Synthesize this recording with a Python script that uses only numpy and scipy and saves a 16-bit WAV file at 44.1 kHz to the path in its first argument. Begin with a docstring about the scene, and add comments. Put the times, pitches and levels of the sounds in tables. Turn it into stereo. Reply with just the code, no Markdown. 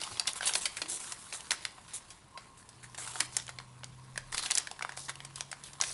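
"""Two hands fold a paper figure just above a cutting mat, close to a stereo microphone in a small room.
From the start: shaped room noise, a fluttering noise whir near 1 kHz and the rustle of grip and strokes (grains).
The sheet soon buckles in short snaps (crack, ring, flutter, mat echo), with crinkles at random and soft desk bumps.
From about 2.8 s a faint hum with a soft rumble emerges, slowly rising in pitch and varying in level."""
import sys
import numpy as np
from scipy import signal
from scipy.fft import rfft, irfft, next_fast_len
from scipy.io import wavfile
from scipy.ndimage import uniform_filter1d, map_coordinates

SR = 44100
rng = np.random.default_rng(int(sys.argv[2]) if len(sys.argv) > 2 else 0)


def master(y):
    """Save y as 16-bit WAV."""
    cut = np.clip(np.atleast_2d(y).T, -1, 1)
    pcm = np.round(cut * 32767)  # scale
    wavfile.write(sys.argv[1], SR, pcm.astype(np.int16))


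N = 261513

# buckles of the sheet: t/s, level/dB before common gain, treble over bass/dB, facet ring f/Hz, flutter t60/s
SNAPS = [(0.0159, -33, 6, 5140, 0.0053), (0.0353, -31.5, 17, 3060, 0.043), (.1716, -39.5, -3, 3260, .016),
         (0.1967, -22, 16.5, 4530, 0.015), (.256, -44, -8, 1620, 0.019), (0.273, -28, 33, 5840, 0.008),
         (0.2763, -24, 11, 3500, 0.033), (0.3334, -35, 43, 10300, 0.0023), (.408, -31.5, -8.5, 1570, 0.023),
         (0.4298, -33, -12, 3300, .016), (0.4701, -26.5, 7, 4280, 0.049), (0.475, -27, 32, 9900, .016),
         (.493, -29.5, -9, 3200, 0.016), (.5367, -27.5, 18, 5530, 0.027), (0.5521, -30.5, 15, 4000, 0.0082),
         (.554, -22, 7, 5500, 0.023), (0.6558, -22.5, 12, 4440, 0.054), (0.7693, -33.5, 11, 2430, 0.029),
         (0.817, -27, 4, 4420, 0.039), (0.8982, -32.5, 44, 9850, 0.057), (1.1213, -32, 12.5, 8900, .027),
         (1.3255, -34.5, 1, 2550, 0.044), (1.4063, -41, 22, 2950, 0.012), (1.5075, -22.5, 14, 3850, 0.029),
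         (1.5176, -24.5, 9, 2050, 0.009), (1.6519, -27.5, 6.5, 4070, 0.0095), (2.104, -42, 14, 5630, 0.096),
         (2.375, -38.5, -5, 2480, 0.058), (2.69, -46.5, 16, 8200, 0.047), (2.946, -41.5, 2.5, 1800, 0.05),
         (2.984, -41.5, -28, 3020, 0.022), (3.075, -36.5, 2, 1450, 0.043),
         (3.1565, -35.5, -10, 1660, 0.045), (3.2048, -20.5, 12.5, 5600, 0.022),
         (3.3671, -22, 30, 7040, 0.021), (3.3986, -39.5, 4, 3530, 0.017), (3.4674, -45.5, 30, 7900, 0.0063),
         (3.48, -40.5, 2, 3180, 0.018), (3.4914, -36, -2, 1580, 0.037), (3.5866, -37, 0.5, 4000, 0.02),
         (3.601, -43.5, -10, 1640, .016), (3.834, -41, -15, 2930, 0.018), (3.8433, -38.5, 23, 4550, 0.0089),
         (4.1585, -40, -7, 1900, 0.016), (4.1768, -28.5, 1, 1690, 0.019), (4.3258, -34.5, -1, 1890, 0.036),
         (4.3455, -30.5, 8, 10100, 0.019), (4.38, -27.5, 19, 4130, 0.0064), (4.3942, -35, -12, 4280, 0.022),
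         (4.46, -28.5, 8.5, 2800, 0.037), (4.5038, -31, 3, 2370, 0.036), (4.51, -22.5, 15, 7480, 0.013),
         (4.5174, -24.5, 23, 4070, 0.0083), (4.5524, -23.5, 32, 10400, .016),
         (4.5748, -24, 23, 4050, 0.0095), (4.5816, -20.5, 30, 7500, 0.014), (4.672, -34, -6, 1830, 0.027),
         (4.7134, -36.5, 1.5, 800, 0.014), (4.7924, -40, -4.5, 1720, 0.019), (4.8094, -36, -21, 1470, .01),
         (4.8239, -29.5, -4, 2420, 0.023), (4.8485, -30.5, -20, 1110, .01),
         (4.893, -35.5, -13, 1800, 0.019), (4.9207, -42.5, -1, 1970, 0.019),
         (4.974, -36.5, 1.5, 9550, 0.023), (5.0939, -30.5, 3.5, 1900, 0.037), (5.1556, -43, 14, 2780, .012),
         (5.204, -41, -4, 3300, 0.0038), (5.2491, -39, 11, 10680, 0.027), (5.3583, -37, 25, 10500, 0.014),
         (5.4081, -30, 10.5, 6000, 0.0086), (5.515, -36, 13, 9000, 0.026), (5.5282, -35.5, -6, 1830, 0.016),
         (5.638, -42, 28, 10760, .012), (5.7325, -44.5, 18, 6400, 0.032), (5.8015, -34.5, -8, 1110, 0.024),
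         (5.813, -21, 30, 6200, 0.0024), (5.8212, -29, 6, 10700, 0.021), (5.8375, -31, 3, 3260, 0.04)]
# pushes of paper over paper: start t/s, length/s, sliding level/dB, flexing level/dB (both before
# layer gain), rubbed flap f/Hz
STROKES = [(0, .18, -44, -46.5, 4800), (0.267, 0.028, -34, -41, 3750), (0.354, 0.025, -38.5, -43.5, 10000),
           (0.419, 0.12, -39.5, -43.5, 3330), (0.454, 0.038, -26, -52, 9600),
           (0.544, 0.039, -31.5, -62, 10400), (0.608, 0.049, -36.5, -46, 8500),
           (0.765, 0.01, -38, -44, 2330), (0.881, 0.091, -33.5, -48, 9300),
           (0.994, .14, -41.5, -47.5, 8500), (1.18, 0.13, -49.5, -64, 9000), (1.328, 0.028, -37, -43, 8450),
           (1.369, 0.031, -56, -52, 9200), (1.504, 0.024, -34, -44, 1500), (1.619, .045, -51, -52, 3900),
           (1.876, 0.077, -55, -55.5, 3650), (1.933, 0.032, -35.5, -56, 9250),
           (2.387, 0.087, -63, -59, 2090), (2.571, 0.035, -53.5, -60, 9300),
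           (2.828, 0.019, -45.5, -55, 1800), (2.974, 0.14, -39.5, -46.5, 8300),
           (3.133, 0.12, -43, -47, 9000), (3.199, 0.0076, -30, -36, 1810), (3.321, .1, -47, -52.5, 5630),
           (4.117, 0.059, -64, -74, 1725), (4.318, 0.037, -44, -41, 7950), (4.368, 0.028, -34, -40.5, 4000),
           (4.42, 0.037, -36.5, -42, 4040), (4.533, 0.074, -40, -65, 3780),
           (4.964, 0.097, -43.5, -74, 5560), (5.081, 0.015, -46, -41.5, 1660),
           (5.354, .06, -49.5, -52, 3400), (5.632, 0.046, -46, -77, 3770), (5.83, 0.12, -38.5, -46.5, 5600)]
# left-right likeness of the room sounds: f/Hz, coherence/1
ROOM_ALIKE = [(40, 0.93), (130, 0.87), (260, 0.043), (1000, 0.077), (3000, 0.043), (10000, 0.048)]

STROKE_ATTACK_S, STROKE_SAG_DB_PER_S, STROKE_T60_S = 0.0045, 25, 0.11


def amp(db):
    """Decibels to gain."""
    return 10 ** (np.asarray(db) / 20)


def unit(x):
    """Scale to rms 1."""
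    return x / np.sqrt(np.mean(x ** 2) + 1e-20)


def fade(t, t60):
    """Exponential decay by 60 dB in t60, at least 1 ms."""
    return np.exp(-np.log(1000) * t / np.maximum(t60, 1e-3))


def along(points, hz):
    """Read (f/Hz, value) points on a log axis."""
    f, v = np.transpose(points)
    return np.interp(np.log(hz + 1), np.log(f + 1), v)


def curves(rows):
    """One value per sample for each column after the time."""
    s, *cols = np.transpose(rows)
    return [np.interp(np.arange(N) / SR, s, c) for c in cols]


def wobble(rate_hz):
    """A smooth random curve with rate_hz knots a second."""
    knots = rng.standard_normal(int(N * rate_hz / SR) + 4)
    return map_coordinates(knots, [np.arange(N) * rate_hz / SR])


def filtered(x, response):
    """x times a response of frequency."""
    m = next_fast_len(N + SR // 4)
    return irfft(rfft(x, m) * response(np.fft.rfftfreq(m, 1 / SR)), m)[..., :N]


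def stereo(pair, spectrum, alike):
    """Two unrelated signals become a coloured, partly alike left and right of rms 1."""
    def response(hz):
        turn = np.arccos(np.clip(along(alike, hz), -1, 1)) / 2
        return amp(along(spectrum, hz)) * [np.cos(turn), np.sin(turn)]

    mid, side = filtered(pair, response)
    return unit(np.array([mid + side, mid - side]))


def reshaped(pair, depth_db):
    """Patches of colour come and go, as when resonances shift in a bending sheet."""
    z = signal.stft(pair, nperseg=512)[2]
    field = uniform_filter1d(rng.standard_normal(z.shape[1:]), size=6, axis=0)  # over frequency
    field = uniform_filter1d(field, size=9, axis=1)  # over time
    return signal.istft(z * amp(depth_db * unit(field)), nperseg=512)[1][:, :N]


def air(level_db=-59):
    """Steady room noise: shaped Gaussian noise."""
    # room noise spectrum: f/Hz, relative density/dB
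    noise_spectrum = [(15, -40), (30, -3), (60, -3), (130, -1), (250, -6.5), (480, -10), (800, -11.5),
                      (1060, -5), (1330, -14.5), (2400, -17.5), (5000, -23), (11000, -33.5)]
    return amp(level_db) * stereo(rng.standard_normal((2, N)), noise_spectrum, ROOM_ALIKE)


def whir(level_db=-65, flutter_db=3.8):
    """A narrow noise band near 1 kHz flutters in level and colour."""
    # whir spectrum: f/Hz, relative density/dB
    whir_spectrum = [(750, -58), (890, -21), (940, -3), (1010, -12), (1070, 1), (1125, -16), (1195, -29),
                     (1250, -36), (1400, -68)]
    noise = reshaped(rng.standard_normal((2, N)), depth_db=4.5)
    return amp(level_db) * stereo(amp(flutter_db * wobble(22)) * noise, whir_spectrum, [(1000, 0.9)])


def stroke(start_s, length_s):
    """A push takes hold quickly, eases off as it goes and dies away when the finger stops."""
    t = np.maximum(np.arange(N) / SR - start_s, 0)
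    push = np.minimum(t / STROKE_ATTACK_S, 1) * amp(-STROKE_SAG_DB_PER_S * t)
    return push * fade(np.clip(t - length_s, 0, 1), STROKE_T60_S)


def handling(grip_slide_db=0.5, settle_db=-14.5, settle_t60_s=0.12):
    """How strongly the paper flexes and slides: grip, strokes and settling after snaps add in power."""
    # restless grip, following the effort of the hands: t/s, flexing level/dB before layer gain
    grip = [(0, -52), (.55, -53), (.73, -50), (1.15, -52.5), (1.55, -53), (1.78, -58), (2.15, -59.5),
            (2.3, -66.5), (2.85, -60), (3.2, -55), (3.55, -61), (3.75, -64.5), (4.25, -61), (4.5, -47.5),
            (4.75, -60.5), (4.93, -57), (5.3, -60.5), (5.93, -55)]
    grip_db, = curves(grip)
    flexing, sliding = amp(grip_db) ** 2, amp(grip_db + grip_slide_db) ** 2
    for start_s, length_s, slide_db, flex_db, _ in STROKES:
        push = stroke(start_s, length_s) ** 2
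        flexing += amp(flex_db) ** 2 * push
        sliding += amp(slide_db) ** 2 * push
    settling = fade(np.arange(SR // 3) / SR, settle_t60_s)
    for s, db, *_ in SNAPS:
        after = flexing[round(s * SR):][:len(settling)]  # a view: adds in place
        after += (amp(db + settle_db) * settling[:len(after)]) ** 2
    return np.sqrt(flexing), np.sqrt(sliding)


def grains(rate_hz, spread_db, t60_s, smooth_share, flutter_db):
    """Tiny slips of random size, each a short puff of noise, over friction that catches and lets go."""
    sizes = amp(spread_db * np.clip(rng.standard_normal(N), -2, 2)) * (rng.random(N) < rate_hz / SR)
    puff = fade(np.arange(SR // 50) / SR, t60_s) ** 2
    power = np.abs(signal.fftconvolve(sizes ** 2, puff)[:N])
    envelope = np.sqrt(smooth_share + (1 - smooth_share) * power / power.mean())
    return amp(flutter_db * wobble(70)) * envelope * rng.standard_normal((2, N))


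def rustle(flex_db=0.0, slide_db=2.5):
    """Bending paper crackles sparsely in the middle range; sliding paper hisses with dense fine slips."""
    # spectra of bending and sliding paper: f/Hz, relative density/dB
    flex_spectrum = [(60, -11), (200, -14.5), (330, -7), (550, -9.5), (900, 0), (1300, -1), (2000, -2.5),
                     (3200, -4.5), (4500, -4.5), (7000, -12.5), (12000, -10)]
    slide_spectrum = [(800, -7), (2200, -16), (3800, 3), (5000, -3.5), (6500, 3.5), (8500, 6.5), (10500, 7),
                      (12000, 9)]
    # left-right likeness of the paper: f/Hz, coherence/1
    paper_alike = [(200, 0.8), (1000, 0.85), (4000, 0.31), (10000, 0.58)]
    flexing, sliding = handling()
    creaks = grains(rate_hz=330, spread_db=4, t60_s=.006, smooth_share=.35, flutter_db=1)
    slips = grains(rate_hz=1000, spread_db=3, t60_s=.004, smooth_share=.5, flutter_db=1.1)
    crackle = stereo(reshaped(creaks, depth_db=3.0), flex_spectrum, paper_alike)
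    hiss = stereo(reshaped(slips, depth_db=2.0), slide_spectrum, paper_alike)
    hiss_lean = amp([[.5], [-.5]])  # slightly left
    return amp(flex_db) * flexing * crackle + amp(slide_db) * sliding * hiss * hiss_lean


def flaps(level_db=-6.5, q=3.2):
    """Each stroke also sets the rubbed flap ringing in tiny slips, which tints the hiss."""
    out = np.zeros((2, N))
    slips = grains(rate_hz=600, spread_db=4, t60_s=.005, smooth_share=.3, flutter_db=1)
    for start_s, length_s, slide_db, flex_db, hz in STROKES:
        span = slice(round(start_s * SR), round((start_s + length_s + STROKE_T60_S) * SR))
        push = stroke(start_s, length_s)[span] * np.hypot(amp(slide_db), amp(flex_db))
        mid, side = signal.lfilter(*signal.iirpeak(hz, q, fs=SR), slips[:, span])
        out[:, span] += push * unit(mid + np.outer([.5, -.5], side))
    return amp(level_db) * out


def room(x, early_db=-14, early_t60_s=0.058, late_db=-13):
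    """Things on the desk scatter the sound almost at once; the walls answer with a short tail."""
    # wall decay: f/Hz, t60/s
    walls = [(200, 0.98), (1500, 0.35), (5000, 0.37), (11000, 0.087)]
    hz, t, z = signal.stft(rng.standard_normal((2, SR // 3)), SR, nperseg=256)
    late = signal.istft(z * fade(t, along(walls, hz)[:, None]), SR, nperseg=256)[1]
    early = rng.standard_normal(late.shape) * fade(np.arange(late.shape[1]) / SR, early_t60_s)
    tail = amp(early_db) * early / np.linalg.norm(early[0]) + amp(late_db) * late / np.linalg.norm(late[0])
    delayed = np.pad(tail, ((0, 0), (SR // 400, 0)))  # 2.5 ms
    return signal.fftconvolve(x, delayed, axes=1)[:, :N]


def facet_levels(level_db, bright_db, ring_hz, body_hz=3560, body_octaves=0.73, body_db=9.5):
    """Share a level among bass, middle and treble; facets ringing near body_hz radiate best in the middle."""
    middle_db = body_db * np.exp(-(np.log2(ring_hz / body_hz) / body_octaves) ** 2)
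    shape_db = np.array([-bright_db / 2, middle_db, bright_db / 2])
    return level_db + shape_db - 20 * np.log10(np.linalg.norm(amp(shape_db)))


def snap(levels_db, ring_hz, t60_s, ring=1.6, ring_cycles=12, ring_t60_s=0.036,
         crack=1.73, crack_t60_s=0.0012, bounce=0.53, width=0.36):
    """A facet flips: a sharp crack, a few cycles of its ring and a dying flutter, echoed by the mat."""
    # edges of the bass, middle and treble bands: f/Hz
    band_edges_hz = [430, 1800, 5000, 11300]
    t = np.arange(SR // 30) / SR
    flutter, spread, edge = rng.standard_normal((3, len(t)))
    # fingers damp the ring, so even low ones are short
    tone = np.sin(2 * np.pi * ring_hz * t) * fade(t, min(ring_cycles / ring_hz, ring_t60_s))
    direct = flutter * fade(t, t60_s) + ring * tone + crack * edge * fade(t, crack_t60_s)
    # the mat lies a hand's breadth below, so its echo follows about a millisecond later
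    lag = round(SR * rng.uniform(.0009, .0015))
    mid = direct + bounce * np.pad(direct, (lag, 0))[:len(t)]
    side = spread * fade(t, t60_s)
    out = np.zeros((2, len(t)))
    for db, low_hz, high_hz in zip(levels_db, band_edges_hz, band_edges_hz[1:]):
        band = signal.butter(3, (low_hz, high_hz), "band", fs=SR, output="sos")
        m, s = signal.sosfilt(band, [mid, side])
        s = s - m * (s @ m) / (m @ m)  # width without a pull to either side
        out += amp(db) * (unit(m) + width * np.outer([1, -1], unit(s)))
    return out


def snaps(level_db=-9):
    """Every buckle of the sheet, each a little to one side."""
    out = np.zeros((2, N + SR))
    for s, db, bright_db, ring_hz, t60_s in SNAPS:
        lean = amp(np.array([[1], [-1]]) * rng.normal(0.11, 0.33))  # dB per side
        one = snap(facet_levels(db, bright_db, ring_hz), ring_hz, t60_s) * lean
        out[:, round(s * SR):][:, :one.shape[1]] += one
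    return amp(level_db) * out[:, :N]


def crinkles(level_db=-9, count=110, size_db=-10, spread_db=3, bright_db=14,
             typical_hz=3350, spread_octaves=0.57, t60_s=0.025):
    """Tiny facets flip at random among the snaps, as strongly as the sheet is being flexed."""
    flexing, _ = handling()
    out = np.zeros((2, N + SR))
    starts = rng.integers(0, N, count)
    scatter = np.clip(rng.standard_normal((count, 2)), -2, 2)
    for i, (size, pitch) in zip(starts, scatter):
        ring_hz = typical_hz * 2 ** (spread_octaves * pitch)
        levels_db = facet_levels(size_db + spread_db * size, bright_db, ring_hz)
        one = flexing[i] * snap(levels_db, ring_hz, t60_s)
        out[:, i:][:, :one.shape[1]] += one
    return amp(level_db) * out[:, :N]


def bumps(width=0.24, rise_s=0.00097):
    """A hand meets the desk: a soft blow of noise that dies away around one low tone."""
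    # soft blows on the desk: t/s, level/dB before decay, desk tone f/Hz, t60/s
    blows = [(0.111, -52.5, 114, 0.32), (0.82, -53, 320, 0.57), (0.819, -61, 148, 0.2),
             (3.206, -47.5, 300, 0.14), (4.13, -56, 36, .7)]
    out, t = np.zeros(2 * N), np.arange(N) / SR
    for s, db, tone_hz, t60_s in blows:
        body = unit(filtered(rng.standard_normal(N),
                             lambda hz: 1 / (1 + ((hz / tone_hz - 1) / width) ** 2) ** 2))
        out[round(s * SR):][:N] += amp(db) * body * fade(t, t60_s) * (1 - np.exp(-t / rise_s))
    return out[:N]


def hum(rumble_db=-8):
    """A distant sine, slowly rising and slightly unsteady in pitch, carries a soft noise rumble."""
    # distant hum: t/s, pitch f/Hz, level/dB
    hum_course = [(2.55, 121, -77), (2.8, 123.5, -60.5), (3.2, 123.5, -58), (4.15, 127.8, -53),
                  (4.55, 130.3, -69.5), (4.9, 133.5, -63.5), (5.3, 135, -55), (5.55, 138.3, -63.5),
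                  (5.93, 140, -61.5)]
    pitch_hz, level_db = curves(hum_course)
    phase = 2 * np.pi * np.cumsum(pitch_hz + 0.57 * wobble(8)) / SR
    tone = np.sqrt(2) * np.sin(phase)  # rms 1
    rumble_spectrum = [(20, -14), (90, -3), (170, -4), (300, -14), (700, -61)]  # f/Hz, density/dB
    rumble = stereo(rng.standard_normal((2, N)), rumble_spectrum, ROOM_ALIKE)
    return amp(level_db) * (tone + amp(rumble_db) * rumble)


def scene():
    """The paper and the hands, their room and the background."""
    near = rustle() + flaps() + snaps() + crinkles() + bumps()
    return air() + whir() + near + room(near) + hum()


def record(dry, top_hz=11060):
    """The recorder cuts off the top of the treble steeply."""
    return filtered(dry, lambda hz: 1 / np.sqrt(1 + (hz / top_hz) ** 400))


dry = scene()
out = record(dry)
master(out)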